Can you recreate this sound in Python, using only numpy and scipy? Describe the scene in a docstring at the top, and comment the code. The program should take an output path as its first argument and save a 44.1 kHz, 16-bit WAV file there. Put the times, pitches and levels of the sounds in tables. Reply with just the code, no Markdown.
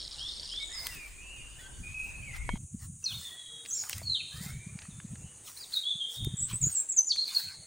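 """A steady insect band under trees, with a far trill washing through it: noise in a band and falling sine sweeps.
Along a dirt path, far birds and one near songbird whistle as gliding sines into the echo of the wood.
Grains of noise are legs in the grass, ringing clicks are twigs; wind thumps the microphone as bass noise and
short low swings. At one moment the stereo picture folds to mono and the echoes of before are cut off."""
import sys
import numpy as np
from scipy import signal
from scipy.fft import rfft, irfft
from scipy.io import wavfile
from scipy.ndimage import uniform_filter1d, map_coordinates

SR = 44100
rng = np.random.default_rng(int(sys.argv[2]) if len(sys.argv) > 2 else 0)


def wav_out(sig):
    """Save sig, one row per channel (or a flat mono array), as 16-bit PCM at SR to the path in sys.argv[1]."""
    wavfile.write(sys.argv[1], SR, np.round(np.clip(np.atleast_2d(sig).T, -1, 1) * 32767).astype(np.int16))


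def field_ratio(decibels):
    """Amplitude ratio for a level in dB (20 dB per decade); scalars and array-likes work."""
    return 10 ** (np.asarray(decibels, dtype=float) / 20)


N = 337806
FOLD_S = 2.578  # mono from here on
LEAD = SR // 2  # samples of birdsong ahead of the start, so that echoes are already ringing


def unit(x):
    """Scaled to rms 1."""
    return x / np.sqrt(np.mean(x ** 2) + 1e-20)


def along(points, hz):
    """Interpolates (Hz, value) points on a log frequency axis."""
    f, v = np.transpose(points)
    return np.interp(np.log(hz + 1), np.log(f + 1), v)


def curves(rows):
    """One value per sample for each column after the time."""
    s, *cols = np.transpose(rows)
    return [np.interp(np.arange(N) / SR, s, c) for c in cols]


def wobble(rate):
    """A smooth random curve, rate knots a second."""
    coarse = map_coordinates(rng.standard_normal(SR // 8), [np.arange(0, N + 16, 16) * rate / SR])
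    return np.interp(np.arange(N) / 16, np.arange(len(coarse)), coarse)


def stereo(mid, side, alike):
    """Left and right with mid rms 1; alike is the correlation between them."""
    side = side * np.tan(np.arccos(np.clip(alike, 0, 1)) / 2)
    return np.array([mid + side, mid - side]) / np.std(mid)


def rush(spectrum, alike, patchy_db):
    """Stereo noise with patches of random gain in time and frequency."""
    hz, _, z = signal.stft(rng.standard_normal((2, N + 1024)), SR, nperseg=1024)
    field = uniform_filter1d(rng.standard_normal(z.shape[1:]), size=9, axis=0)
    field = uniform_filter1d(field, size=5, axis=1)
    gain = field_ratio(along(spectrum, hz)[:, None] + patchy_db * unit(field))
    mid, side = signal.istft(z * gain, nperseg=1024)[1][:, :N]
    return stereo(mid, side, alike)


def low(spectrum, alike):
    """Stereo bass noise, shaped finely over the whole length."""
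    hz = np.fft.rfftfreq(N, 1 / SR)
    mid, side = irfft(rfft(rng.standard_normal((2, N))) * field_ratio(along(spectrum, hz)), N)
    return stereo(mid, side, alike)


def width():
    """1 while the picture is wide, falling to 0 in the last moment before the fold."""
    return np.clip((FOLD_S - np.arange(N) / SR) / .02, 0, 1)


# Loudness of the insect chorus. Each row: time in seconds, level in dB.
CHORUS_LEVEL = [(0, -54.5), (3.7, -52.5), (7.66, -53.5)]
# Its band. Each row: frequency in Hz, relative density in dB per Hz.
CHORUS_SPECTRUM = [(4800, -58), (5900, -10.5), (6600, -1), (7600, -4), (9100, 1), (9900, -8.5),
                   (10800, -21), (12000, -32)]


def insects():
    """A chorus of many, blurred to a band with a fine fast shimmer."""
    level_db, = curves(CHORUS_LEVEL)
    shimmer_db = 0.41 * wobble(250)
    return field_ratio(level_db + shimmer_db) * rush(CHORUS_SPECTRUM, alike=1.0, patchy_db=2.0)


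# Far leaves and open air, apart from the dip. Each row: time in seconds, level in dB.
AIR_LEVEL = [(0, -58.5), (2.57, -58.5), (3.05, -64), (5, -62.5), (7.66, -63.5)]
# Their hush. Each row: frequency in Hz, relative density in dB per Hz.
AIR_SPECTRUM = [(30, 4.5), (150, 6.5), (400, 2.5), (1000, -2.5), (3000, -4.5), (5000, -9.5), (11000, -22),
                (16000, -17.5)]


def air():
    """Far leaves and open air are a broad hush, whose level dips for a while after the fold."""
    t = np.arange(N) / SR
    dip_end_s, dip_db = 3.03, -16
    dip = np.clip(np.minimum(t - FOLD_S, dip_end_s - t) / 0.0093, 0, 1)
    return field_ratio(curves(AIR_LEVEL)[0] + dip_db * dip) * rush(AIR_SPECTRUM, alike=0.42, patchy_db=3.0)


# Gusts on the microphone ports. Each row: start of the hold in seconds, hold in seconds, thump level in dB.
GUST_TIMES = [(1.316, 0.067, -56.5), (1.49, 0.097, -44), (1.804, 0.011, -38.5), (1.896, 0.019, -42),
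              (2.44, 0.15, -39), (2.606, 0.033, -39), (3.96, 0.15, -45.5), (4.348, 0.25, -45),
              (4.892, 0.41, -48), (6.215, 0.029, -36), (6.23, .1, -39.5), (6.411, 0.15, -43.5),
              (6.621, 0.071, -41.5), (7.445, 0.16, -55)]
# Breeze between gusts, about which the level wanders. Each row: time in seconds, thump level in dB.
BREEZE_LEVEL = [(0, -64.5), (1.3, -61), (2.3, -47.5), (3.2, -53), (3.4, -75.5), (4.2, -56.5), (5.2, -55),
                (5.7, -78.5), (7.66, -92)]


def gusts():
    """Thump level in dB: the breeze, and over it each gust's rise, hold and fall."""
    s, hold, db = np.transpose(GUST_TIMES)
    rise_db_per_s, fall_db_per_s = 600, 453
    t = np.arange(0, N / SR + .01, .002)[:, None]
    rise = rise_db_per_s * np.maximum(s - t, 0)
    fall = fall_db_per_s * np.maximum(t - s - hold, 0)
    gust_db = np.interp(np.arange(N) / SR, t[:, 0], (db - rise - fall).max(axis=1))
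    breeze_db = curves(BREEZE_LEVEL)[0] + 6 * np.tanh(wobble(15))
    return np.maximum(gust_db, breeze_db)


# Lowest rumble at the microphone while the picture is wide. Each row: time in seconds, level in dB.
DEEP_LEVEL = [(0, -54), (2.33, -49), (2.38, -39.5), (2.48, -36), (2.55, -34)]
# Spectra of that rumble, of the thumps and of hard gusts.
# Each row: frequency in Hz, relative density in dB per Hz.
RUMBLE_SPECTRUM = [(10, -14), (32, -4.5), (55, -3.5), (90, -18.5), (200, -80)]
THUMP_SPECTRUM = [(30, -62), (70, 0.5), (130, 1.5), (220, -19), (400, -55), (800, -51)]
SLAP_SPECTRUM = [(120, 16), (260, 7), (600, -36)]


def wind():
    """Gusts on the ports: lumpy thumps, brighter when hard, over a deep rumble."""
    thump_db, wide = gusts(), width()
    lumps = unit(field_ratio(3.9 * wobble(24))) * field_ratio(-6.5 * wide)
    slap_db = 1.57 * thump_db + 17.0 + 0.83 * wide  # grows faster than the thump
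    thumps = field_ratio(thump_db) * low(THUMP_SPECTRUM, alike=0.84) + field_ratio(slap_db) * low(SLAP_SPECTRUM, alike=0.57)
    # once mono, the rumble follows the gusts from 22 dB under them
    deep_db = wide * curves(DEEP_LEVEL)[0] + (1 - wide) * (thump_db - 22)
    rumble = unit(field_ratio(wobble(2.59)) * low(RUMBLE_SPECTRUM, alike=0.66))
    lean = field_ratio([[1.5], [-1.5]])  # towards the left
    return field_ratio(deep_db) * rumble * lean + lumps * thumps


def add(line, rows, flutter_db=2.5, waver_share=0.0083, edge_s=0.0012, knots_per_s=130):
    """One note: a slightly unsteady sine on its pitch line, a weak octave, soft ends, a flutter in level."""
    s, hz, db = np.transpose(rows)
    t = np.arange(s[0], s[-1], 1 / SR)
    knots = rng.standard_normal(size=(2, 100))
    waver, flutter = [map_coordinates(k, [(t - s[0]) * knots_per_s]) for k in knots]
    phase = 2 * np.pi * np.cumsum(np.interp(t, s, hz) * (1 + waver_share * waver)) / SR
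    edge = np.clip(np.minimum(t - s[0], s[-1] - t) / edge_s, 0, 1)
    level = np.sqrt(2) * field_ratio(np.interp(t, s, db) + flutter_db * flutter) * edge
    line[LEAD + round(s[0] * SR):][:len(t)] += level * (np.sin(phase) + field_ratio(-35.0) * np.sin(2 * phase))


def shaped(s, length, hz, db, rise, start_db, end_db):
    """Rows of one note from its pitch as a function of the share sung; the level swells, then sinks."""
    u = np.linspace(0, 1, num=13)
    level_db = db + np.interp(u, [0, rise, 1], [start_db, 0, end_db])
    return np.transpose([s + u * length, hz(u), level_db])


# One falling sweep of the far trill. Each row: seconds after its start, pitch in Hz, level in dB.
TRILL_SWEEP = [(0, 5800, -58.5), (.01, 5300, -47), (.028, 4000, -50), (.05, 3000, -58)]


def far_trill():
    """A far bird repeats one falling sweep, dry; the gaps grow as it tires."""
    trill = np.zeros(N + LEAD)
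    k = np.arange(13)
    first_s, period_s, slows_s = -.418, .072, .0005
    for s in first_s + period_s * k + slows_s * k ** 2:
        add(trill, np.add(TRILL_SWEEP, [s, 0, 0]), flutter_db=0.5, waver_share=0.0026)
    return trill


# Clean whistles, mostly far, some short and loud, easing from one pitch to another.
# Each row: start in seconds, length in seconds, first pitch in Hz, last pitch in Hz, top level in dB.
CLEAN_WHISTLES = [(0.588, 0.06, 2230, 2227, -54), (0.727, 0.14, 5120, 5000, -42.5),
                  (1.409, 0.097, 2620, 2814, -57), (1.21, 0.22, 2840, 2834, -54),
                  (1.318, 0.49, 3000, 2950, -63.5), (1.584, 0.09, 3540, 3250, -57.5),
                  (1.722, .085, 4450, 4550, -70.5), (0.902, 0.18, 2863, 2328, -50.5),
                  (1.607, 0.094, 1490, 1572, -54.5), (1.829, 0.11, 2440, 2492, -48),
                  (1.933, .14, 2546, 2540, -41), (2.069, 0.14, 2513, 2570, -52.5),
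                  (2.355, 0.18, 2045, 2230, -51.5), (3.024, 0.11, 2705, 2520, -56),
                  (3.251, 0.14, 1853, 1936, -58.5), (3.275, 0.33, 3430, 3303, -49.5),
                  (3.384, 0.29, 3890, 3760, -57), (3.49, 0.15, 459.5, 468.5, -66.5),
                  (4.315, 0.4, 1616, 2410, -58), (4.789, 0.088, 2560, 2570, -64.5),
                  (4.914, 0.11, 3540, 3560, -67), (5.235, 0.097, 2995, 2910, -64),
                  (5.188, .11, 2750, 2690, -68.5), (2.491, 0.053, 3160, 3230, -55.5),
                  (5.833, 0.09, 3259, 3483, -33.5), (5.894, 0.052, 3700, 3348, -33),
                  (5.995, 0.069, 3253, 3223, -36.5), (6.061, 0.19, 3235, 3380, -49),
                  (6.034, 0.1, 3690, 3466, -51), (6.07, 0.14, 474.4, 472, -66),
                  (6.139, 0.14, 3700, 3640, -44)]
# Whistles that arch over a top. Each row: start in seconds, length in seconds, first pitch in Hz,
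# top pitch in Hz, last pitch in Hz, top level in dB, share of the length before the top pitch.
ARCHED_WHISTLES = [(0.692, 0.3, 1740, 2097, 1708, -53, 0.33), (1.183, 0.23, 2408, 2680, 2410, -52, 0.512)]
# A rising call before stretching. Each row: seconds after its start, pitch in Hz, level in dB.
RISING_CALL = [(0, 2750, -66), (.04, 2950, -48), (.053, 3205, -43), (.142, 3690, -40)]
# When it is given. Each row: start in seconds, stretch of its length as a factor.
RISING_CALL_STARTS = [(0.159, 1), (0.471, 1.17)]


def clean_whistles():
    """Clean whistles, mostly far, and the rising call, dry: sines with little waver on smooth pitch lines."""
    line = np.zeros(N + LEAD)
    for s, length, a, b, db in CLEAN_WHISTLES:
        ease = lambda u: b + (a - b) * (1 - u) ** 1.8  # arrives early at the last pitch
        rows = shaped(s, length, ease, db, rise=0.53, start_db=-3, end_db=-4)
        add(line, rows, flutter_db=2.5, waver_share=0.0031, edge_s=0.0097)
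    for s, length, a, top, b, db, share in ARCHED_WHISTLES:
        def arch(u):
            bend = np.where(u < share, (a - top) / share ** 2, (b - top) / (1 - share) ** 2)
            return top + bend * (u - share) ** 2
        rows = shaped(s, length, arch, db, rise=0.53, start_db=-3, end_db=-7.5)
        add(line, rows, flutter_db=1.0, waver_share=0.0019)
    for s, stretch in RISING_CALL_STARTS:
        rows = np.multiply(RISING_CALL, [stretch, stretch ** 0.19, 1]) + [s, 0, 0]  # the longer, the higher
        add(line, rows, flutter_db=2.0, waver_share=0.0009)
    return line


# Twig and leaf ticks. Each row: start in seconds, knock level in dB, crack level in dB, knock pitch in Hz.
TWIG_TICKS = [(0.537, -38.5, -51, 2043), (0.869, -31, -20, 3130), (2.365, -42.5, -39.5, 1950),
              (2.491, -19.5, -60, 953), (2.556, -40.5, -60, 925), (3.652, -39, -57, 2640),
              (3.66, -39, -59, 2520), (3.837, -38, -38, 1520), (3.896, -34, -21.5, 1940),
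              (3.93, -25.5, -37, 2700), (3.982, -46, -27, 2190), (4.017, -39, -67, 653),
              (4.789, -37.5, -67, 2400), (4.819, -39, -66, 2670), (4.853, -46, -54, 1270),
              (5.001, -42.5, -60, 1650), (5.156, -44.5, -61, 1680), (5.764, -60, -28.5, 1500),
              (6.247, -48, -24, 2200), (7.161, -37.5, -41, 2360), (7.381, -49, -48, 1590)]


def ticks():
    """Each tick: a short woody knock with a wide resonance and a bright crack of a millisecond."""
    out, t = np.zeros((2, N + SR)), np.arange(SR // 25) / SR
    bright = signal.butter(2, 5000, "high", fs=SR)
    for s, db, crack_db, hz in TWIG_TICKS:
        crack, snap = rng.standard_normal((2, len(t)))
        crack = signal.lfilter(*bright, crack * field_ratio(-60 * t / 0.006))
        woody = signal.butter(2, [0.65 * hz, 2.1 * hz], "band", fs=SR)
        snap = signal.lfilter(*woody, snap * field_ratio(-60 * t / 0.021))
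        knock = np.sin(2 * np.pi * hz * t) * field_ratio(-60 * t * hz / 18) + 1.6 * snap
        lean = field_ratio([[2.5], [-4]] if s < FOLD_S else 0)  # knocks sit to the left until the fold
        out[:, round(s * SR):][:, :len(t)] += field_ratio(crack_db) * crack + field_ratio(db) * knock * lean
    return out[:, :N]


# Far sweeps, heard only as a wash.
# Each row: start in seconds, length in seconds, first pitch in Hz, last pitch in Hz, level in dB before the wash.
WASHED_SWEEPS = [(0.609, 0.059, 7970, 6610, -53.5), (2.195, 0.14, 3136, 2380, -62.5)]


def wash(trill, leaves):
    """Trill and far sweeps as scatter: noise that builds and fades blurs them, moving leaves smear their pitch."""
    far = trill.copy()
    for s, length, a, b, db in WASHED_SWEEPS:
        add(far, [(s, a, db), (s + length, b, db)])
    t = np.arange(SR // 2) / SR / .07  # in units of the fade, 0.07 s
    blur = rng.standard_normal(len(t)) * np.sqrt(t) * np.exp(-t)
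    smeared = signal.fftconvolve(far * leaves[::-1], blur / np.linalg.norm(blur))[:N + LEAD]
    return field_ratio(4.5) * (1 + leaves) * smeared


# Legs in the grass. Each row: time of the peak in seconds, half length in seconds (at least 0.01 is played),
# swish level in dB, body level in dB.
STRIDES = [(0.764, 0.078, -74, -63), (0.88, 0.081, -46, -51.5), (1.052, 0.079, -56.5, -61.5),
           (1.615, 0.058, -61, -63), (2.05, 0.08, -59.5, -83), (2.359, 0.021, -57, -48.5),
           (2.832, 0.032, -53.5, -59.5), (3.195, 0.13, -49, -58.5), (3.746, 0.098, -53.5, -67),
           (3.934, 0.096, -46, -53.5), (4.438, 0.089, -46.5, -53), (4.827, 0.056, -90, -59),
           (5.482, 0.033, -49, -56), (5.606, 0.063, -49, -57.5), (5.76, 0.057, -45, -58),
           (6.145, 0.04, -45, -57.5), (6.513, 0.031, -47.5, -47.5), (6.722, 0.11, -48, -57.5),
           (7.369, 0.091, -40, -50), (7.51, 0.048, -78, -57)]
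# Spectra of grass blades and of stems. Each row: frequency in Hz, relative density in dB per Hz.
BLADE_SPECTRUM = [(2000, -58), (4000, 10), (9000, 11.5), (11000, 6), (13000, 0.5), (15000, 14), (16500, 10)]
STEM_SPECTRUM = [(300, -28), (700, -7.5), (1100, -1), (2500, -2), (5000, -6.5), (8000, -26)]


def legs():
    """Each stride swells and fades; grass blades hiss in clumped grains, stems rub lower down."""
    s, half_s, swish_db, body_db = np.transpose(STRIDES)
    t = np.arange(0, N / SR + .01, .002)
    stride = np.exp(-((t[:, None] - s) / np.maximum(half_s, .01)) ** 2)
    swish, body = [np.interp(np.arange(N) / SR, t, stride @ field_ratio(db)) for db in (swish_db, body_db)]
    grain = wobble(500) + 0.92 * wobble(45)
    blades = swish * field_ratio(2.0 * grain) * rush(BLADE_SPECTRUM, alike=1.0, patchy_db=3.5)
    stems = body * field_ratio(1.54 * grain) * rush(STEM_SPECTRUM, alike=0.99, patchy_db=5.5)
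    return blades + stems


# Quick slides of the birds, near and far.
# Each row: start in seconds, length in seconds, first pitch in Hz, last pitch in Hz, top level in dB.
QUICK_SLIDES = [(0.773, 0.033, 5070, 4100, -47), (1.58, 0.029, 1690, 2000, -54.5),
                (2.217, 0.04, 2330, 2630, -49.5), (2.256, 0.057, 2320, 2100, -47.5),
                (2.329, 0.019, 2038, 2067, -41), (3.682, 0.025, 8030, 7300, -41),
                (3.696, 0.009, 7300, 6570, -37.5), (3.676, 0.015, 7200, 5660, -49),
                (3.707, 0.008, 6050, 6080, -40), (3.768, 0.014, 5700, 5620, -41),
                (3.786, 0.0212, 6970, 6520, -34.5), (3.807, 0.012, 7170, 6590, -34),
                (4.897, 0.023, 4010, 3610, -60), (5.462, 0.024, 3710, 2730, -50.5),
                (5.566, 0.014, 3830, 4510, -47), (5.584, 0.019, 5590, 4770, -54),
                (5.599, 0.021, 4780, 4810, -43), (5.624, 0.023, 4740, 3530, -41.5),
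                (5.722, 0.011, 3280, 4590, -40), (5.732, 0.014, 4690, 3890, -30),
                (5.755, 0.024, 3804, 3755, -29), (5.769, 0.0059, 3730, 3200, -49),
                (5.8, 0.02, 3700, 3870, -51), (6.402, 0.015, 8180, 8080, -40),
                (6.441, 0.023, 8390, 7950, -37), (6.603, 0.009, 8800, 8000, -43.5),
                (6.712, 0.033, 8440, 8280, -38.5), (6.796, 0.017, 7930, 9030, -36.5),
                (6.917, 0.0096, 8030, 6400, -32), (7.064, 0.028, 7200, 6730, -33),
                (7.275, 0.0093, 4580, 3670, -32), (7.287, 0.033, 3530, 3727, -44),
                (7.372, 0.049, 4120, 3980, -43.5)]
# Hooks, which bend towards one pitch and leave it again. Each row: start in seconds, length in seconds,
# first pitch in Hz, turning pitch in Hz, last pitch in Hz, top level in dB.
QUICK_HOOKS = [(3.132, 0.036, 3114, 3733, 3590, -40), (3.195, 0.1, 3380, 3576, 3330, -45.5),
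               (3.715, 0.028, 6590, 6510, 7200, -34.5), (3.741, 0.036, 7200, 7410, 6800, -34),
               (3.741, 0.021, 5900, 5500, 5550, -43), (6.369, 0.04, 7660, 7760, 6760, -34),
               (6.411, 0.029, 7710, 7940, 7300, -31), (6.529, 0.035, 8020, 7940, 8540, -33),
               (6.614, 0.052, 7750, 6715, 7800, -24.5), (6.653, 0.028, 7100, 7030, 6760, -31),
               (6.749, 0.047, 7960, 7490, 7720, -25), (6.887, 0.023, 8080, 7514, 7730, -27),
               (6.963, 0.048, 7950, 6170, 6260, -25.5), (7.175, 0.069, 4147, 4274, 4230, -30.5),
               (7.248, 0.023, 4340, 4680, 4360, -36.5), (7.347, 0.029, 4860, 4300, 4310, -26.5)]
# Buzzy notes. Each row: start in seconds, length in seconds, first pitch in Hz, last pitch in Hz, level in dB.
BUZZY_NOTES = [(3.777, .05, 5350, 5200, -48)]
# Dives that fall in uneven steps, one list for each dive.
# Each row: time in seconds, pitch in Hz, level in dB.
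UNEVEN_DIVES = [
    [(3.04, 6080, -38), (3.052, 5530, -47), (3.062, 4250, -36), (3.09, 3790, -44.5), (3.13, 2910, -47)],
    [(4.03, 4450, -45), (4.09, 4290, -37), (4.15, 3800, -37.5), (4.158, 3200, -42), (4.18, 3040, -47.5),
     (4.19, 2740, -60), (4.21, 2580, -36)],
    [(7.09, 6090, -29), (7.099, 4600, -37.5), (7.114, 4390, -22.5), (7.126, 3120, -41.5)],
]


def quick_notes():
    """Slides of birds near and far, hooks, buzzy notes and dives, dry: sines, the buzzy ones shaken fast in pitch."""
    song = np.zeros(N + LEAD)
    quick = dict(rise=0.64, start_db=-6.5, end_db=-4.5)
    for s, length, a, b, db in QUICK_SLIDES:
        add(song, shaped(s, length, lambda u: a + (b - a) * u, db, **quick))
    share, power = 0.471, 2.08  # share of a hook before its turn, how round the turn is
    for s, length, a, turn, b, db in QUICK_HOOKS:
        def hook(u):
            bend = np.where(u < share, (a - turn) / share ** power, (b - turn) / (1 - share) ** power)
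            return turn + bend * abs(u - share) ** power
        add(song, shaped(s, length, hook, db, **quick))
    for s, length, a, b, db in BUZZY_NOTES:
        add(song, [(s, a, db), (s + length, b, db)], flutter_db=4.0, waver_share=.045, knots_per_s=450)
    for dive in UNEVEN_DIVES:
        add(song, dive, flutter_db=4.5, waver_share=0.015)
    return song


# The wood's echo. Each row: frequency in Hz, time in seconds to fall by 60 dB.
WOOD_DECAY = [(500, 1.66), (3500, 0.95), (7500, 0.42), (14000, 0.27)]


def echo(x, close_db):
    """The trees scatter: close leaves blur the note, the wood adds a long tail, cut off where the picture folds."""
    hz, t, z = signal.stft(rng.standard_normal((2, SR)), SR, nperseg=256)
    decay = field_ratio(-60 * t / along(WOOD_DECAY, hz)[:, None]) + field_ratio(close_db - 60 * t / 0.074)
    tail = signal.istft(z * decay, SR, nperseg=256)[1]
    tail = tail / np.linalg.norm(tail[0])
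    cut = LEAD + round(FOLD_S * SR)
    before = signal.fftconvolve(x[None, :cut], tail, axes=1)[:, LEAD:cut]
    after = signal.fftconvolve(x[cut:], tail[0])[:len(x) - cut]
    mid, side = before.mean(axis=0), 0.77 * (before[0] - before[1]) / 2
    before = field_ratio(-1.0) * np.array([mid + side, mid - side])
    return np.hstack([before, field_ratio(-3.5) * np.array([after, after])])


def birds():
    """All notes, heard directly and through the wood; the far trill arrives mostly as a wash."""
    trill, clean, quick = far_trill(), clean_whistles(), quick_notes()
    leaves = np.resize(wobble(400), N + LEAD)  # moving leaves smear the pitch of what they scatter
    direct = quick + clean + trill + wash(trill, leaves)
    scattered = echo((1 + 1.05 * leaves) * (quick + trill / 2), close_db=10.0)
    scattered = scattered + echo((1 + 0.82 * leaves) * field_ratio(-2.0) * clean, close_db=4.5)
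    return direct[LEAD:] + scattered


# Single hard thumps on the microphone ports. Each row: time of the middle in seconds, level in dB of the low swing.
HARD_THUMPS = [(2.541, -25.5), (2.748, -30.5), (2.901, -37.5), (4.413, -31.5), (4.465, -32), (4.538, -37.5),
               (4.671, -32.5), (4.758, -33), (4.891, -35), (4.989, -36), (5.051, -34.5), (5.135, -32.5),
               (5.248, -39), (5.958, -41.5), (6.273, -21), (6.342, -28), (6.536, -27), (6.67, -24)]


def bumps():
    """Each thump is a cycle or two of a low swing; the harder, the more edge it has."""
    out, t = np.zeros(N), np.arange(-2000, 2000) / SR
    half_s, swing_hz, edge_hz = 0.005, 136.5, 322
    draws = rng.standard_normal((len(HARD_THUMPS), 2))
    for (s, db), (scatter, turn) in zip(HARD_THUMPS, draws):
        phase = 2 * np.pi * swing_hz * np.exp(0.21 * scatter) * t + turn  # pitch differs from thump to thump
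        swing = field_ratio(db) * np.sin(phase) * np.exp(-(t / half_s) ** 2)
        edge = field_ratio(2.1 * db + 12.5) * np.sin(2 * np.pi * edge_hz * t + turn) * np.exp(-(2 * t / half_s) ** 2)
        out[round(s * SR) - 2000:][:len(t)] += swing + edge
    return out


def scene():
    """Everything at the two microphone ports."""
    return insects() + air() + wind() + birds() + ticks() + legs() + bumps()


def roll_off(x):
    """The treble ends steeply here."""
    return signal.sosfilt(signal.butter(12, 17000, fs=SR, output="sos"), x)


def record(dry):
    """Nothing above the band limit of 15830 Hz; stereo first, then both sides carry the same mix."""
    dry = irfft(rfft(dry) * (np.fft.rfftfreq(N, 1 / SR) < 15830), N)
    mid = dry.mean(axis=0)
    mix = mid + width() * (dry - mid)
    return roll_off(mix)


dry = scene()
out = record(dry)
wav_out(out)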